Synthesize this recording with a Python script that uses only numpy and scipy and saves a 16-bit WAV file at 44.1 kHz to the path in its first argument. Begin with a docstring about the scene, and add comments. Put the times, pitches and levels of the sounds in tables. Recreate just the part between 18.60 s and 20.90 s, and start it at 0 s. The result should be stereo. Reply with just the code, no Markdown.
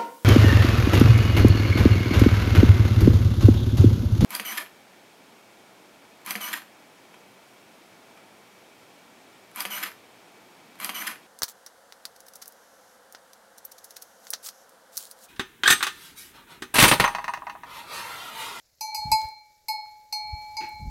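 """A sheet-metal bell on a grazing sheep, close to a stereo pair of microphones in an open olive grove.
It clanks six times, with one light rebound. Its modes come in close pairs that beat; the clapper
lands on a new spot each time and the wool damps the ring. Around it dry grass ticks, a sheep snorts
once and the pasture rustles softly, while light wind buffets the left microphone."""
import sys
import numpy as np
from scipy import signal
from scipy.fft import rfft, irfft
from scipy.io import wavfile
from scipy.ndimage import uniform_filter1d

SR = 44100
rng = np.random.default_rng(int(sys.argv[2]) if len(sys.argv) > 2 else 0)


def inscribe(sig):
    """Save sig as 16-bit PCM at rate SR to the path in sys.argv[1].

    A 1-D sig is mono; a 2-D sig holds one channel per row.
    Samples are clipped to [-1, 1] before scaling.
    """
    pcm = np.round(np.clip(np.atleast_2d(sig).T, -1, 1) * 32767)
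    wavfile.write(sys.argv[1], SR, pcm.astype(np.int16))


N = 101429
TIME = np.arange(N) / SR

# clapper strikes: (time [s], change in wool damping [dB/s], first dip of the lowest pair's beat [s],
# clack level [dB], bright level [dB], bright tilt [dB/octave], level of each main mode [dB])
STRIKES = [ (0.2087, -48, 0.018, -34.5, -39.5, -2, (-41, -29.5, -56, -45, -40.5, -34.5, -36, -53, -38, -32.5)),
           (0.3462, -25, 0.022, -33.5, -40.5, -1.5, (-33, -29, -40, -50, -48, -32, -30, -48, -40, -40.5)),
           (0.5166, 39, 0.017, -22.5, -32.5, -5, (-34, -11, -28.5, -41, -24.5, -39, -19, -31.5, -51.5, -43)),
           (1.0836, 36.5, 0.0033, -36.5, -37.5, -0.5, (-30.5, -24, -31, -49.5, -35.5, -27, -36, -30.5, -48, -44.5)),
           (1.525, -5.5, 0.021, -37, -42, -1, (-33, -40, -37, -50, -49.5, -23, -35.5, -47, -40, -37.5)),
           (1.968, 9, 0.0067, -44.5, -49.5, -12, (-33.5, -26.5, -32, -45, -43.5, -33, -32, -48, -65, -40))]
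# the bell's main modes, in pairs, one list each: (pitch [Hz], free decay [dB/s], left over right [dB])
MAIN_HZ = [850.5, 873.3, 2214, 2297, 4178.5, 4278, 4874, 5074, 5886, 6137]
MAIN_DECAY = [22.9, 120, 61.6, 28, 76, 68.3, 303, 135, 240, 246]
MAIN_SIDE = [0, -3, 4, 12, -14, -7.5, -14.5, -4, -3, -5.5]
# modes swelling or sinking as the bell turns: (time [s], half length [s], mode [Hz], change [dB])
SWELLS = [(0.431, 0.048, 4278, 8.5), (0.456, 0.028, 2214, -25.5), (0.506, 0.015, 4278, -9),
          (0.785, 0.033, 4178, 5.5), (1.69, 0.042, 4178, 8.5), (1.793, 0.16, 2297, 9.5),
          (2.22, 0.1, 4178, 12.5), (2.266, 0.12, 4278, -4.5)]
# short bright modes, one list each: (pitch [Hz], relative level [dB], left over right [dB])
BRIGHT_HZ = [6672, 6927, 6998, 7936, 8127, 8322, 10090, 11070, 11202, 12601]
BRIGHT_DB = [-16, -11.5, -10.5, -10, -6, -11.5, -8, -15, -9, -6]
BRIGHT_SIDE = [-23.5, -14.5, -8, 11.5, 5, 7, -13, -1, 16, 14.5]
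# crowd of high thin-wall modes: (frequency [Hz], relative level [dB])
SHIMMER = [(9400, -25.5), (10000, -7), (11800, -14.5), (13300, -10), (14200, -17.5), (15000, -23)]
# spectrum of the clapper's clack: (frequency [Hz], relative level [dB])
CLACK = [(150, -28), (600, -10), (1200, 5), (1800, -7), (2550, 2), (3300, -26), (4900, 4), (7300, -9),
         (8200, 6.5), (9100, -8), (13500, 15.5), (16000, -16)]
# dry stalks snapping: (time [s], level [dB], centre [Hz], decay [s])
TICKS = [(0.185, -59, 4060, 0.0013), (0.617, -34.5, 5230, 0.00166), (.688, -38, 9100, 0.00056),
         (1.258, -55.5, 1500, 0.0032), (1.82, -46, 11000, 0.0011), (2.091, -43, 11100, 0.0017)]
# spectrum of the snort: (frequency [Hz], relative level [dB])
SNORT = [(60, -7), (150, 0), (230, -4.5), (350, 5.5), (480, -11.5), (1000, -12), (1500, -6), (2600, 0.5),
         (3100, -14.5), (5500, -12), (9000, -27.5)]
# wind buffets on the microphone: (peak time [s], half length [s], level [dB])
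GUSTS = [(0.4, 0.014, -50.5), (0.479, 0.007, -33.5), (0.52, 0.021, -31.5), (1.736, 0.063, -48.5),
         (1.952, 0.058, -54), (2.153, 0.016, -44), (2.224, 0.018, -31), (2.277, 0.021, -25.5)]
# spectrum of the buffets: (frequency [Hz], relative level [dB])
WIND = [(10, -43), (25, -61), (42, 1.5), (62, -1.5), (100, -4), (150, -11), (250, -17.5), (400, -39),
        (3000, -83)]
# single thumps of air: (time [s], level [dB], pitch [Hz])
THUMPS = [(0.458, -20.5, 121), (.654, -29.5, 71.7), (1.737, -18.5, 67)]
# spectrum of the pasture's hush: (frequency [Hz], relative level [dB])
HUSH = [(25, 3), (80, 8.5), (300, -6.5), (600, 2), (1100, -9), (2300, -5), (3100, -12), (4300, -0.5),
        (7300, -2.5), (8800, -14.5), (11500, -5.5), (15500, -10.5)]
# rise and fall of the hush: (time [s], level [dB])
HUSH_LEVEL = [(0, -64), (.2, -65), (.42, -56), (.63, -47.5), (.75, -64), (1.05, -64.5), (1.3, -60.5),
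              (1.55, -64), (1.75, -57), (2.1, -57), (2.3, -59)]
# stereo image of clapper, grass, snort and hush: (frequency [Hz], left over right [dB])
BALANCE = [(100, 3.5), (2300, 2), (4500, -9), (7000, -2.5), (9000, 3), (13000, 0.5)]

RISE_CYCLES, CHECK_S = 1.8, .002  # a mode builds up; a new strike stops the old ring
SWING_DB, SPOT_DB = 1.21, 6.5  # wobble as the bell swings; spread from the spot struck
MIC_LAG_S = 0.00014  # the right microphone hears the bell later
BRIGHT_PIVOT_HZ, BRIGHT_DB_PER_S, BRIGHT_DECAY_POWER = 8000, 220, 0.49
SHIMMER_DB_PER_S, SHIMMER_SIDE_DB = 334, 11.5
CLACK_S, REBOUND_S, REBOUND_DB = .004, .6435, -45
JANGLE_DB, JANGLE_DB_PER_S, JANGLE_FROM_HZ = -10, 600, 2400
GROVE_DB, GROVE_T60_S = -25, .55
TICK_OCTAVES = 0.45
SNORT_S, SNORT_RISE_S, SNORT_HOLD_S, SNORT_FADE_S, SNORT_DB = 2.005, 0.0017, 0.041, 0.039, -41.5
THUMP_CYCLES, WIND_CUT_HZ, WIND_RIGHT_DB = 0.26, 28.6, -36
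HUSH_PATCH_DB = 1.8
BAND_LIMIT_HZ = 15900


def bell():
    """The bell, close by: each strike stops the old ring and starts the modes anew."""
    out, bright = np.zeros((2, N)), bright_modes()
    ends = [row[0] for row in STRIKES[1:]] + [N / SR]
    for (start, wool, dip, _, bright_db, tilt, levels), end in zip(STRIKES, ends):
        t = TIME[:round((end - start + 10 * CHECK_S) * SR)]
        phases = rng.uniform(0, 2 * np.pi, len(MAIN_HZ))
        # the lowest pair is in opposite phase at the dip
        phases[1] = phases[0] + np.pi - 2 * np.pi * (MAIN_HZ[1] - MAIN_HZ[0]) * dip
        main = zip(MAIN_HZ, levels, MAIN_DECAY, MAIN_SIDE, phases)
        ring = sum(mode(t, hz, db + swell(start + t, hz), decay + wool, side, phase)
                   for hz, db, decay, side, phase in main)
        for hz, db, side, decay in bright:
            spot_db = SPOT_DB * (2 * rng.random() - 1)
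            level = bright_db + db + tilt * np.log2(hz / BRIGHT_PIVOT_HZ) + spot_db
            phase = rng.uniform(0, 2 * np.pi, (2, 1))
            add(ring, 0, mode(t[:SR // 5], hz, level, decay + wool, side, phase))
        overrun = np.maximum(t - (end - start), 0)
        add(out, start, ring * np.exp(-(overrun / CHECK_S) ** 2))
    return out


def mode(t, hz, db, decay, side_db, phase):
    """One dying partial of the bell as both microphones hear it."""
    rise = (1 - np.exp(-t * hz / RISE_CYCLES)) ** 2
    envelope = rise * amp(db - decay * t + SWING_DB * drift(t))
    mic_time = t - np.array([[0], [MIC_LAG_S]])
    return pan(side_db) * envelope * np.sin(2 * np.pi * hz * mic_time + phase)


def swell(time, hz):
    """Rise or fall of one main mode as the bell turns, in dB."""
    return sum(db * np.exp(-.5 * ((time - s) / half) ** 2) for s, half, near_hz, db in SWELLS
               if hz == min(MAIN_HZ, key=lambda f: abs(f - near_hz)))


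def bright_modes():
    """The thin wall's high modes: (pitch [Hz], level [dB], left over right [dB], decay [dB/s])."""
    modes = [(hz, db, side, BRIGHT_DB_PER_S * (hz / BRIGHT_PIVOT_HZ) ** BRIGHT_DECAY_POWER)
             for hz, db, side in zip(BRIGHT_HZ, BRIGHT_DB, BRIGHT_SIDE)]
    low_hz, high_hz = SHIMMER[0][0], SHIMMER[-1][0]
    places = rng.random(size=24)
    for k, place in enumerate(places):
        hz = low_hz + (high_hz - low_hz) * (k + place) / len(places)
        modes.append((hz, read(SHIMMER, hz), SHIMMER_SIDE_DB, SHIMMER_DB_PER_S))
    return modes


def clapper():
    """A dry clack and a jangle of weak modes at each contact; a rebound tings after the hardest blow."""
    out, t = np.zeros((2, N)), TIME[:SR // 8]
    clack = noise(CLACK, sides=BALANCE)
    for start, _, _, db, *_ in STRIKES:
        age = np.maximum(TIME - start, 0)
        out += (TIME > start) * amp(db) * np.exp(-age / CLACK_S) * clack
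        draws = rng.random(size=(30, 3))
        for k, (place, *turns) in enumerate(draws):
            hz = JANGLE_FROM_HZ * (BRIGHT_PIVOT_HZ / JANGLE_FROM_HZ) ** ((k + place) / len(draws))
            level = db + JANGLE_DB + read(CLACK, hz)
            phase = 2 * np.pi * np.c_[turns]
            add(out, start, mode(t, hz, level, JANGLE_DB_PER_S, read(BALANCE, hz), phase))
    ting = mode(TIME[:SR // 4], MAIN_HZ[6], REBOUND_DB, MAIN_DECAY[6], MAIN_SIDE[6], phase=0)
    add(out, REBOUND_S, ting)
    return out


def grove(clanks):
    """The clanks come back faintly, scattered by the ground and the trees farther off."""
    t = TIME[:SR]
    build_up = 1 - np.exp(-t / 0.043)
    tail = rng.standard_normal((2, SR)) * amp(-60 * t / GROVE_T60_S) * build_up
    return amp(GROVE_DB) * signal.fftconvolve(clanks, tail / np.linalg.norm(tail[0]), axes=1)[:, :N]


def grass():
    """Dry stalks snap under hooves and teeth."""
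    out, t = np.zeros((2, N)), TIME[:4096]
    hz = np.fft.rfftfreq(len(t), 1 / SR)
    for start, db, centre_hz, decay in TICKS:
        octaves = np.log2((hz + 1) / centre_hz)
        colour = np.exp(-.5 * (octaves / TICK_OCTAVES) ** 2) * pan(read(BALANCE, hz))
        snap = unit(irfft(rfft(rng.standard_normal((2, len(t)))) * colour))
        add(out, start, amp(db) * np.exp(-t / decay) * snap)
    return out


def snort():
    """One short puff through a sheep's nose."""
    t = TIME - SNORT_S
    envelope = np.clip(t / SNORT_RISE_S, 0, 1) * np.exp(-np.maximum(t - SNORT_HOLD_S, 0) / SNORT_FADE_S)
    return amp(SNORT_DB) * envelope * noise(SNORT, alike=0.14, sides=BALANCE)


def wind():
    """Low buffets and three single thumps of air, almost all on the left microphone."""
    gust_power = sum((amp(db) * np.exp(-.5 * ((TIME - s) / half) ** 2)) ** 2 for s, half, db in GUSTS)
    eddies = noise(WIND)
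    eddy_rms = np.sqrt(uniform_filter1d(eddies ** 2, size=1500, axis=1) + 1e-9)
    air = np.sqrt(gust_power) * eddies / eddy_rms
    for s, db, hz in THUMPS:
        cycles = np.clip((TIME - s) * hz, -10, 10)
        air += amp(db) * np.sin(2 * np.pi * cycles) / np.cosh(cycles / THUMP_CYCLES)
    low_cut = signal.butter(2, WIND_CUT_HZ, "high", fs=SR, output="sos")
    return signal.sosfilt(low_cut, air) * amp([[0], [WIND_RIGHT_DB]])


def hush():
    """Soft, patchy rustle of the pasture all around."""
    spectra = signal.stft(noise(HUSH, alike=0.2, sides=BALANCE), nperseg=256)[2]
    patches = uniform_filter1d(rng.standard_normal(spectra.shape[1:]), size=16, axis=0)  # in frequency
    patches = unit(uniform_filter1d(patches, size=4, axis=1))  # and in time
    rustle = signal.istft(spectra * amp(HUSH_PATCH_DB * patches), nperseg=256)[1][:, :N]
    return unit(rustle) * amp(np.interp(TIME, *np.transpose(HUSH_LEVEL)))


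def noise(spectrum, alike=0., sides=None):
    """Stereo noise of a given colour, likeness between the microphones and balance."""
    hz = np.fft.rfftfreq(N, 1 / SR)
    left, other = rfft(rng.standard_normal((2, N)))
    right = alike * left + np.sqrt(1 - alike ** 2) * other
    coloured = np.array([left, right]) * amp(read(spectrum, hz))
    return unit(irfft(coloured * (pan(read(sides, hz)) if sides else 1), N))


def drift(t, count=24):
    """Slow random wander at each microphone."""
    knots = np.linspace(0, N / SR, count)
    return np.array([np.interp(t, knots, row) for row in rng.standard_normal((2, count))])


def amp(db):
    """Decibels to gain."""
    return 10 ** (np.asarray(db) / 20)


def unit(x):
    """Scales to rms 1."""
    return x / np.sqrt(np.mean(x ** 2) + 1e-20)


def read(points, hz):
    """Reads a table on a log-frequency axis."""
    f, value = np.transpose(points)
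    return np.interp(np.log(hz + 1), np.log(f + 1), value)


def pan(db):
    """Left and right gains for a level difference."""
    return amp(np.array([[.5], [-.5]]) * db)


def add(mix, start, sound):
    """Mixes a sound in at a start time in seconds."""
    part = mix[:, round(start * SR):][:, :sound.shape[1]]
    part += sound[:, :part.shape[1]]


def scene():
    """The bell in the grove, with the small sounds around the microphones."""
    clanks = bell() + clapper()
    return clanks + grove(clanks) + wind() + grass() + snort() + hush()


def record(dry):
    """The recorder's band limit takes off the highest treble."""
    low_pass = signal.firwin(511, BAND_LIMIT_HZ, window=("kaiser", 9), fs=SR)
    return signal.oaconvolve(dry, low_pass[None], "same")


dry = scene()
out = record(dry)
inscribe(out)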